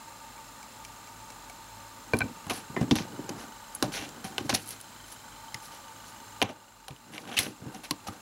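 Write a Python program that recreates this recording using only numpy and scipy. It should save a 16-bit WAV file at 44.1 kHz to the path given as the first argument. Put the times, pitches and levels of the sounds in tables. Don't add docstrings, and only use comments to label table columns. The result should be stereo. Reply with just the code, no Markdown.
import sys
import numpy as np
from scipy import signal
from scipy.fft import rfft, irfft, next_fast_len
from scipy.io import wavfile
from scipy.ndimage import uniform_filter1d

SR = 44100
rng = np.random.default_rng(int(sys.argv[2]) if len(sys.argv) > 2 else 0)


def log_audio(samples):
    frames = np.atleast_2d(samples).T
    limited = np.clip(frames, -1, 1)
    pcm = np.round(limited * 32767).astype(np.int16)
    wavfile.write(sys.argv[1], SR, pcm)


def to_linear_factor(level_db):
    exponent = np.asarray(level_db, float) / 20
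    return 10 ** exponent


N = 362061

# mode_hz, width_hz, level_db
PLATE_MODES = [(2050, 1300, 9.5), (3060, 990, 11.5), (4170, 820, 6.5), (5830, 1070, 8), (6530, 1400, 3)]
# mode_hz, width_hz, level_db
PLATE_TREBLE_MODES = [(9500, 3560, 7.5), (11020, 1930, 10), (13700, 1400, -29), (13400, 4200, -4)]
# mode_hz, width_hz, level_db
OBJECT_MODES = [(807, 44, -3), (480, 270, -9), (1014, 240, -9), (1510, 320, -9.5)]
# mode_hz, width_hz, level_db
TABLE_MODES = [(94, 29, -6.5), (116, 25, 0.5), (165, 43, 3.5), (235.3, 35.7, 6), (297.7, 35, 5),
               (414, 183, -4)]

# start_s, peak_db, brightest_hz, treble_db, body_db
BOTTLE_CLICKS = [(0.8495, -30.5, 6010, -12, -22), (1.303, -35.5, 5990, -11, 0),
                 (0.629, -36.5, 5900, -9, -13), (1.073, -39, 5900, -10, -8), (1.498, -36.5, 5900, -5, 1),
                 (2.135, -39.5, 4200, -15, 23), (2.206, -33.5, 2600, -15, 12), (2.4677, -42.5, 2730, 3, 12),
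                 (2.5098, -30, 2830, -6.5, 12), (2.8098, -35, 5570, -27, 1), (2.911, -13, 3400, -44, -6),
                 (2.9148, -20, 3600, -30, -9), (2.9552, -19.5, 3470, -6.5, -6),
                 (2.967, -29, 3180, -21, -19), (2.986, -22, 1970, -18, -5), (3.293, -24, 5770, -8.5, -4.5),
                 (3.4394, -45, 4020, -12, 4)]
# start_s, peak_db, brightest_hz, treble_db, body_db
CARD_CLICKS = [(3.8257, -11.5, 4200, -7.5, 0), (3.9395, -26, 3130, -20, -24), (4.058, -40, 2500, -15, -3),
               (4.0903, -33, 6660, -11, -20), (4.3811, -14, 2940, -17, -8.5), (4.4945, -19.5, 5770, -10, 2),
               (4.5012, -24, 2580, -25, -2), (4.5284, -28, 1600, -25, 7.5), (4.547, -26, 5960, -28, -25),
               (5.5439, -22, 5430, -9, -21), (6.4171, -10.5, 2860, -27, -1.5),
               (6.4245, -12, 2750, -14, -12), (6.4247, -19, 5900, -16, -30), (6.8823, -29.5, 3870, -5, 0),
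               (6.908, -38.5, 2880, -12, -8), (6.9631, -41, 2850, -18, -14), (7.18, -25, 2480, -23, -5),
               (7.138, -49, 2600, -11, 11), (7.254, -41.5, 2580, -9, 5), (7.276, -41, 3000, -11, 5),
               (7.292, -42, 3900, -11, 5), (7.3158, -34, 2560, -20, 3), (7.3417, -36, 2770, -16, 7),
               (7.3889, -8.5, 3100, -7, -46), (7.7468, -32.5, 6270, -16, -7), (7.909, -16, 4360, -5.5, -12)]
# start_s, peak_db, treble_db
NAIL_TICKS = [(2.1684, -37, 6), (2.188, -26, 3), (3.7495, -38, 14), (4.6594, -44, 8), (4.675, -46, 15),
              (4.684, -48, 14), (4.6897, -39, 15.5), (4.698, -46, 12), (4.7063, -30.5, 4), (4.803, -45, 7),
              (4.812, -38.5, 9)]
NAIL_HZ, NAIL_BODY_DB = 4720, -29
BOTTLE_CLICK_T60_S, CARD_CLICK_T60_S, NAIL_T60_S = 0.023, 0.022, 0.013

# start_s, peak_db
DABS = [
    (.378, -47),
    (.629, -42),
    (.849, -42.5),
    (1.073, -46),
    (1.302, -52),
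    (1.497, -41),
]
DAB_HZ, DAB_T60_S, DAB_BELOW_DB = 2280, 0.032, -15
# start_s, peak_db, mode_hz, t60_s, lower_mode_db
KNOCKS = [(2.135, -18.5, 2360, 0.027, -3.5), (2.2063, -26, 2380, 0.025, 2), (2.216, -20, 2340, 0.027, -2.5),
          (2.766, -36, 2900, 0.017, -4), (2.7645, -24, 2030, 0.0084, -12),
          (2.765, -27.5, 1020, 0.021, -1.5), (2.77, -38.5, 2040, 0.15, -15), (2.773, -32, 1800, 0.03, -10),
          (3.750, -28.5, 10230, 0.037, -11), (5.544, -29, 1960, 0.013, -16),
          (2.1685, -38, 4150, 0.008, -10), (2.188, -46, 2400, 0.018, -10), (4.3815, -35.5, 2300, 0.016, 6),
          (7.91, -28, 1040, 0.025, -20), (7.91, -19, 4240, 0.01, -13), (8.068, -36, 800, 0.039, -8),
          (8.083, -32.5, 1200, 0.027, -0.5)]
LOWER_MODE_RATIO, UPPER_MODE_RATIO = 0.65, 1.74
UPPER_MODE_DB, UPPER_T60_SHARE = -13, 0.47
GRIP_SHARE = 0.6

# start_s, length_s, peak_db, from_hz, to_hz
JUDDERS = [
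    (7.367, 0.0082, -18, 2900, 2510),
    (7.3752, 0.0071, -13.5, 2700, 2990),
]
# start_s, peak_db, t60_s
HUMS = [
    (2.766, -29, .05),
    (3.826, -23, 0.099),
    (4.245, -37, 0.3),
    (4.384, -35, .1),
    (4.494, -39, .08),
    (6.42, -28, .08),
    (7.74, -38.5, 0.14),
]
HUM_HZ, HUM_RISE_S = 769, 0.005

# start_s, peak_db, push_hz, legs_db
BOTTLE_THUMPS = [(2.133, -15.5, 490, -7.5), (2.139, -20, 405, -11), (2.15, -29, 200, -13),
                 (2.19, -33, 300, -20), (2.21, -26.5, 160, -5), (2.238, -22, 165, -19),
                 (2.465, -32.5, 167, -9), (2.505, -26.5, 414, -15), (2.698, -33, 174, -21),
                 (2.764, -24, 380, -31), (2.772, -26, 400, -30), (2.81, -13.5, 176, -28),
                 (2.825, -18, 211, -35), (2.875, -29, 229, -20), (2.91, -11.5, 254, -15.5),
                 (2.916, -19, 198, -23), (2.924, -18, 201, -25), (2.954, -23, 262, -9),
                 (3.003, -23.5, 225, -31), (3.189, -25, 355, -40), (3.289, -28, 364, -34),
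                 (3.309, -31, 320, -31)]
# start_s, peak_db, push_hz, legs_db
HAND_THUMPS = [(3.823, -17.5, 337, -19), (3.838, -28, 600, -22), (3.878, -30, 303, -25),
               (3.986, -35.5, 265, -10), (4.02, -35, 300, -18), (4.06, -41, 300, -14),
               (4.243, -30, 189, -27), (4.378, -31, 386, -14), (4.407, -27, 297, -17),
               (4.446, -29.5, 300, -17), (4.5, -27, 326, -19), (4.527, -24, 246, -8.5),
               (5.545, -37, 124, -20), (6.414, -20.5, 440, -18), (6.4174, -23.5, 693, -30),
               (6.424, -24.5, 279, -11), (6.488, -37, 595, -22), (6.498, -35, 650, -20),
               (6.512, -43, 600, -20), (6.902, -35.5, 136, -28), (7.382, -44, 70, 7.5),
               (7.462, -30.5, 240, -30), (7.478, -30.5, 240, -30), (7.617, -37.5, 134, -23),
               (7.661, -31.5, 125, -33), (7.908, -25, 265, -33), (8.082, -30, 196, -9.5)]
BOTTLE_THUMP_T60_S, HAND_THUMP_T60_S = 0.049, 0.081

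# start_s, level_db, treble_db, lower_db
FLICKS = [
    (2.4965, -18.5, -5.5, 0),
    (4.455, -38, -2, -5),
    (4.4927, -12.5, -14, -3),
    (5.1174, -37, 5.5, -1),
    (6.4894, -38, -8, 2.5),
    (7.3664, -33, -3, -10),
    (7.8344, -32, -5, 3.5),
    (7.8474, -36, -7, -2),
    (8.0691, -27.5, -5.5, -1),
    (8.1244, -42, -4, -1),
]
# start_s, level_db, treble_db, lower_db
SKIDS = [(2.5144, -43.5, 9, 6), (2.9134, -27, -12, -24), (2.96, -17, -14, -6), (2.9846, -34.5, -27, 7),
         (3.8247, -24.5, -7, 0), (4.2423, -25.5, -3, -2.5), (4.382, -32, -10, 1), (4.5524, -24.5, -6, 0),
         (4.7067, -33.5, 4, 1), (6.4238, -30, -22, 6), (7.3881, -14.5, -2, -3.5), (7.43, -34, 0, -5),
         (7.465, -40, -3, -6)]
# start_s, level_db, treble_db, lower_db
STROKES = [(2.5294, -32.5, 0, -4.5), (2.5594, -44, -10, 2), (3.38, -36, -4, -0.5), (3.9195, -24, -7, 2),
           (3.9594, -34, -6, -1), (4.005, -32, -12, 1.5), (4.5894, -46, 8, -18), (4.6603, -39, 3, -8),
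           (5.0594, -44.5, 3, -2), (5.62, -39.5, 2, -3), (5.71, -38, -5, -0.5), (6.05, -40.5, -1, -17),
           (6.2394, -53, -10, -12), (7.12, -36.5, -4, 2.5), (7.19, -45, -3, 0), (7.2694, -38, -7, 4),
           (7.3143, -38.5, -6, 6.5), (7.4194, -42, -8, 7), (7.723, -43.5, 1, 0)]
# start_s, level_db, treble_db, lower_db
SNAPS = [
    (4.5364, -9, -4.5, -3),
    (7.3664, -30, -2, 2),
]
# rise_s, rise_bend, fade_t60_s
FLICK_ENVELOPE = (0.01, 0.14, 0.083)
SKID_ENVELOPE = (.002, 0.42, 0.19)
STROKE_ENVELOPE = (0.044, 0.28, 0.14)
SNAP_ENVELOPE = (.014, 0.89, 0.035)

# start_s, held_s, rumble_db, rub_db
DRAGS = [(2.2, 0.033, -37.5, -54), (2.5, 0.062, -47.5, -50), (2.78, 0.016, -40.5, -51),
         (2.88, 0.17, -43, -61), (3.12, 0.13, -44.5, -56), (3.3, 0.11, -43.5, -49.5),
         (3.83, 0.12, -48.5, -51), (4.0, .4, -51.5, -54.5), (4.5, 0.05, -41.5, -67),
         (6.47, 0.016, -50.5, -48), (7.1, 0.17, -51.5, -59), (7.28, 0.075, -45, -48),
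         (7.4, 0.061, -45, -56), (7.66, 0.067, -43, -53.5), (8.08, 0.06, -55, -51.5)]
DRAG_RISE_DB_PER_S, DRAG_FALL_DB_PER_S = 197, 121

# freq_hz, density_db
HISS_SPECTRUM = [(15, -45), (25, -15), (108, -7.5), (160, -8), (256, -4.5), (394, -12), (714, -10),
                 (887, -2), (1020, -9), (1190, -8), (2160, -14), (4030, -17), (5880, -20), (7310, -18.5),
                 (16000, -26)]
# freq_hz, density_db
HISS_SIDE_SPECTRUM = [(15, -32), (25, -2), (97, -1), (206, -6.5), (242, -4.5), (476, -11), (1020, -8),
                      (1100, -9), (2110, -24), (2690, -22), (4140, -26), (7310, -15), (14800, -36.5),
                      (16000, -50)]
HISS_DB, HISS_SIDE_DB = -49.5, -60.5
# mode_hz, width_hz, level_db
HOUSING_MODES = [(46.8, 2.5, -63.5), (105.3, 3.4, -63), (240, 7.2, -69.5), (3500, 570, -70.5),
                 (4080, 190, -62.5), (5210, 250, -68), (6800, 880, -64), (12350, 300, -71.5),
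                 (15000, 3400, -70.5)]
# delay_ms, pitch_hz, t60_ms, peak_db
TURN_STRIKES = [(2.005, 6420, 28.5, -53), (40.1, 7400, 13, -49), (21.73, 7200, 38, -54.5),
                (8, 7500, 28, -53.5), (27.8, 7500, 17, -52.5), (38.9, 5100, 11.2, -56),
                (9.17, 4800, 28, -63), (13.6, 8250, 20, -58)]
TURN_HZ, SCAN_HZ, SCAN_DB = 25, 15625, -77
# time_s, pitch_hz
LOOSE_PITCH = [(0, 2690), (2.6, 2710), (3.0, 2900), (4.2, 3100), (5.4, 3090), (6.2, 2920), (7.0, 2800),
               (8.21, 2720)]
# time_s, level_db
LOOSE_LOW_LEVEL = [(0, -65), (2.2, -52), (2.6, -48.5), (6.3, -48), (7.0, -49), (8.21, -72)]

# mode_hz, width_hz, level_db
FAN_MODES = [(899.7, 52.5, -53), (1196, 70, -57), (1485, 30, -67), (560, 56, -65.5)]
# time_s, level_db
FAN_OPENING = [
    (0, -0.5),
    (3.8, 1),
    (4.1, -8),
    (4.8, -9.5),
    (5.25, -4.5),
    (5.4, 0.5),
    (6.41, -1.5),
    (6.45, 1.5),
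    (7.1, -4),
    (8.21, -1),
]
ROOM_T60_S, ROOM_DB, ROOM_TOP_HZ = 0.15, -12, 1800
DUCK_S, DUCK_DB, REST_DB, RECOVER_DB_PER_S = 6.43, -8, -0.54, 2.5


def unit(x):
    return x / np.sqrt(np.mean(x ** 2))


def peak(x, db):
    return x * to_linear_factor(db) / np.max(np.abs(x))


def fade(t, t60_s):
    return np.exp(-np.log(1000) * t / max(t60_s, .003))


def add(track, start_s, piece):
    i = int(start_s * SR)
    track[i:i + len(piece)] += piece[:N - i]


def lowpass(x, hz):
    return signal.lfilter(*signal.butter(1, hz, fs=SR), x)


def reson(x, hz, width_hz):
    return signal.lfilter(*signal.iirpeak(min(hz, .45 * SR), hz / width_hz, SR), x)


def body(x, modes):
    out = 0
    for k, (hz, width_hz, db) in enumerate(modes):
        out = out + (-1) ** k * to_linear_factor(db) * reson(x, hz, width_hz)
    return out


def coloured(spectrum):
    hz, db = np.transpose(spectrum)
    size = next_fast_len(N)
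    bin_hz = np.arange(size // 2 + 1) * SR / size
    gain = to_linear_factor(np.interp(np.log(bin_hz + 1), np.log(hz), db))
    return unit(irfft(rfft(rng.standard_normal(size)) * gain, size)[:N])


def grit(rate_hz, spread_db):
    size = to_linear_factor(spread_db * np.minimum(rng.exponential(size=N), 3))
    slips = rng.random(N) < rate_hz / SR
    return unit(slips * rng.standard_normal(N) * size)


def patchy(rate_hz, spread_db):
    hold = int(SR / rate_hz)
    steps = np.repeat(rng.standard_normal(N // hold + 1), hold)
    return to_linear_factor(spread_db * unit(uniform_filter1d(steps, hold)[:N]))


def clicks():
    out, t = np.zeros(N), np.arange(6000) / SR
    tick = (t == 0) * 9.
    rows = [(*row, BOTTLE_CLICK_T60_S) for row in BOTTLE_CLICKS]
    rows += [(*row, CARD_CLICK_T60_S) for row in CARD_CLICKS]
    rows += [(s, db, NAIL_HZ, treble_db, NAIL_BODY_DB, NAIL_T60_S) for s, db, treble_db in NAIL_TICKS]
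    for start_s, db, hz, treble_db, body_db, t60_s in rows:
        noise = rng.standard_normal(len(t))
        chatter = reson(body(noise * fade(t, t60_s), PLATE_MODES), hz, 0.66 * hz)
        hard = reson(reson(tick, hz, 0.59 * hz), hz, 0.7 * hz)
        mid = peak(hard, 0) + peak(chatter, -3.1)
        low = reson(body(tick + noise * fade(t, 4.1 * t60_s), OBJECT_MODES[:3]), 1140, 1330)
        low += 0.3 * reson(tick, 1540, 607)
        treble = body(0.096 * tick + noise * fade(t, 1.05 * t60_s), PLATE_TREBLE_MODES)
        add(out, start_s, peak(mid, db) + peak(treble, db + treble_db) + peak(low, db + body_db))
    return out


def knocks():
    out, t = np.zeros(N), np.arange(9000) / SR
    rows = [(s, db, DAB_HZ, DAB_T60_S, DAB_BELOW_DB) for s, db in DABS] + list(KNOCKS)
    for start_s, db, hz, t60_s, lower_db in rows:
        push = (t == 0) + .12 * rng.standard_normal(len(t)) * fade(t, .015)
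        grip = np.exp(-(t / (GRIP_SHARE * t60_s)) ** 4)
        modes = ((1, 0, 1), (LOWER_MODE_RATIO, lower_db, 1),
                 (UPPER_MODE_RATIO, UPPER_MODE_DB, UPPER_T60_SHARE))
        for ratio, mode_db, t60_share in modes:
            mode_hz = ratio * hz
            width_hz = np.log(1000) / np.pi / max(t60_share * t60_s, .004)
            soft = reson(push, mode_hz, 0.19 * mode_hz)
            add(out, start_s, peak(reson(soft, mode_hz, width_hz) * grip, db + mode_db))
    return out


def judders():
    out, t = np.zeros(N), np.arange(9000) / SR
    for start_s, length_s, db, from_hz, to_hz in JUDDERS:
        noise = rng.standard_normal(len(t))
        along = np.clip(t / length_s, 0, 1)
        squeak = np.sin(2 * np.pi * np.cumsum(from_hz + (to_hz - from_hz) * along) / SR)
        rough = squeak + 0.46 * unit(reson(noise, 2100, 1200)) + 0.2 * unit(reson(noise, 3300, 900))
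        swell = np.clip(along / 0.29, 0, 1) * fade(np.clip(t - length_s, 0, None), 0.0095)
        add(out, start_s, peak(rough * swell, db))
    return out


def hums():
    out, t = np.zeros(N), np.arange(9000) / SR
    tone = np.sin(2 * np.pi * HUM_HZ * t) * np.clip(t / HUM_RISE_S, 0, 1)
    for start_s, db, t60_s in HUMS:
        add(out, start_s, to_linear_factor(db) * tone * fade(t, t60_s))
    return out


def thumps():
    out, t = np.zeros(N), np.arange(10000) / SR
    rows = [(*row, BOTTLE_THUMP_T60_S) for row in BOTTLE_THUMPS]
    rows += [(*row, HAND_THUMP_T60_S) for row in HAND_THUMPS]
    for start_s, db, hz, legs_db, t60_s in rows:
        push = np.sin(2 * np.pi * hz * t) * (t < .5 / hz)
        rattle = rng.standard_normal(len(t)) * fade(t, 1.28 * t60_s)
        top = peak(reson(push, hz, 3.7 / max(t60_s, .01)), 0)
        top += peak(body(push, TABLE_MODES), -22)
        top += peak(body(rattle, TABLE_MODES[1:]), -4)
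        legs = reson(reson(push + .5 * rattle, 102.5, 15.7), 53, 67)
        add(out, start_s + 0.00212, peak(top, db) + peak(legs, db + legs_db))
    return out


def scuffs():
    mid, treble, low = np.zeros((3, N))
    t = np.arange(14000) / SR
    kinds = ((FLICKS, FLICK_ENVELOPE), (SKIDS, SKID_ENVELOPE),
             (STROKES, STROKE_ENVELOPE), (SNAPS, SNAP_ENVELOPE))
    for slides, (rise_s, bend, t60_s) in kinds:
        rise = np.clip(t / max(rise_s, .001), 0, 1) ** bend
        shape = rise * fade(np.clip(t - rise_s, 0, None), t60_s)
        for start_s, db, treble_db, low_db in slides:
            add(mid, start_s, shape * to_linear_factor(db - 15))
            add(treble, start_s, shape * to_linear_factor(db - 15 + treble_db))
            add(low, start_s, shape * to_linear_factor(db - 15 + low_db))
    slips, fine = grit(22000, spread_db=4.0), grit(15000, spread_db=1.0)
    lower = unit(reson(body(slips, PLATE_MODES[:2]), 3860, 3500))
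    lower += to_linear_factor(-2.0) * unit(body(slips, OBJECT_MODES))
    out = mid * patchy(160, spread_db=2.0) * unit(body(slips, PLATE_MODES[2:]))
    out += treble * patchy(200, spread_db=1.5) * unit(body(fine, PLATE_TREBLE_MODES))
    out += low * patchy(120, spread_db=2) * lower
    return out


def drag():
    t = np.arange(N) / SR
    rumble = unit(body(grit(700, spread_db=2.0), TABLE_MODES))
    rub = unit(body(grit(1500, spread_db=-1.0), OBJECT_MODES))
    rumble_gain, rub_gain = 0, 0
    for start_s, held_s, rumble_db, rub_db in DRAGS:
        lost_db = DRAG_RISE_DB_PER_S * np.clip(start_s - t, 0, None)
        lost_db += DRAG_FALL_DB_PER_S * np.clip(t - start_s - held_s, 0, None)
        rumble_gain = np.maximum(rumble_gain, to_linear_factor(rumble_db - lost_db))
        rub_gain = np.maximum(rub_gain, to_linear_factor(rub_db - lost_db))
    return rumble_gain * rumble + rub_gain * rub


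def strikes(delay_ms, hz, t60_ms, db):
    turn, phase = np.divmod(np.arange(N) / SR * TURN_HZ + 1 - delay_ms * TURN_HZ / 1000, 1)
    since_s = phase / TURN_HZ
    size, detune = rng.standard_normal((N * TURN_HZ // SR + 4, 2))[turn.astype(int)].T
    ring = np.sin(2 * np.pi * hz * (1 + 0.012 * detune) * since_s) * fade(since_s, t60_ms / 1000)
    return to_linear_factor(db + 6 + 1.8 * size) * ring * np.clip(since_s / 0.0019, 0, 1)


def motor():
    t = np.arange(N) / SR
    out = to_linear_factor(HISS_DB) * coloured(HISS_SPECTRUM)
    out += to_linear_factor(SCAN_DB) * np.sin(2 * np.pi * SCAN_HZ * t)
    for hz, width_hz, db in HOUSING_MODES:
        out += to_linear_factor(db) * unit(reson(rng.standard_normal(N), hz, width_hz))
    for row in TURN_STRIKES:
        out += strikes(*row)
    loose_hz = np.interp(t, *np.transpose(LOOSE_PITCH))
    loose_low_db = np.interp(t, *np.transpose(LOOSE_LOW_LEVEL))
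    out += strikes(1.5, loose_hz, 26, -51 - 5 * (t < 2.2))
    out += strikes(1.53, 1507, 22.0, loose_low_db)
    return out


def fan():
    out = np.zeros(N)
    for hz, width_hz, db in FAN_MODES:
        narrow = reson(rng.standard_normal(N), hz, width_hz)
        out += to_linear_factor(db) * unit(reson(narrow, hz, 2.0 * width_hz))
    return out * to_linear_factor(np.interp(np.arange(N) / SR, *np.transpose(FAN_OPENING)))


def room(near):
    t = np.arange(12000) / SR
    tails = rng.standard_normal((2, len(t))) * fade(t, ROOM_T60_S) * (t > .003)
    return [signal.fftconvolve(near, tail / np.linalg.norm(tail))[:N] for tail in tails]


def scene():
    t = np.arange(N) / SR
    near = clicks() + knocks() + judders() + hums() + thumps() + scuffs() + drag()
    wet, wide = room(near)
    scatter = np.gradient(near)
    ports = reson(reson(scatter, 7900, 5000)[::-1], 7900, 5000)[::-1]
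    side = 0.39 * lowpass(near, 420) + .04 * near + 0.5 * ports
    side += to_linear_factor(-18) * reson(scatter, 18000, 5000) + to_linear_factor(-12) * reson(scatter, 1500, 3200)
    side += to_linear_factor(-25.5) * wide
    air = fan()
    floor = motor() + air
    floor_side = to_linear_factor(HISS_SIDE_DB) * coloured(HISS_SIDE_SPECTRUM) + 0.1 * air
    gain = to_linear_factor(np.where(t < DUCK_S, REST_DB, DUCK_DB + RECOVER_DB_PER_S * (t - DUCK_S)))
    mid = near + to_linear_factor(ROOM_DB) * lowpass(wet, ROOM_TOP_HZ) + gain * floor
    side = side + gain * floor_side
    return np.array([mid + side, mid - side])


def band_limit(x):
    return signal.sosfilt(signal.butter(12, 16820, fs=SR, output="sos"), x)


def record(dry):
    mix = signal.sosfilt(signal.butter(3, 36, "high", fs=SR, output="sos"), dry)
    mix = signal.sosfilt(signal.ellip(6, .5, 32, 15750, fs=SR, output="sos"), mix)
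    mix = signal.sosfilt(signal.ellip(8, .2, 70, 16750, fs=SR, output="sos"), mix)
    return band_limit(mix)


dry = scene()
out = record(dry)
log_audio(out)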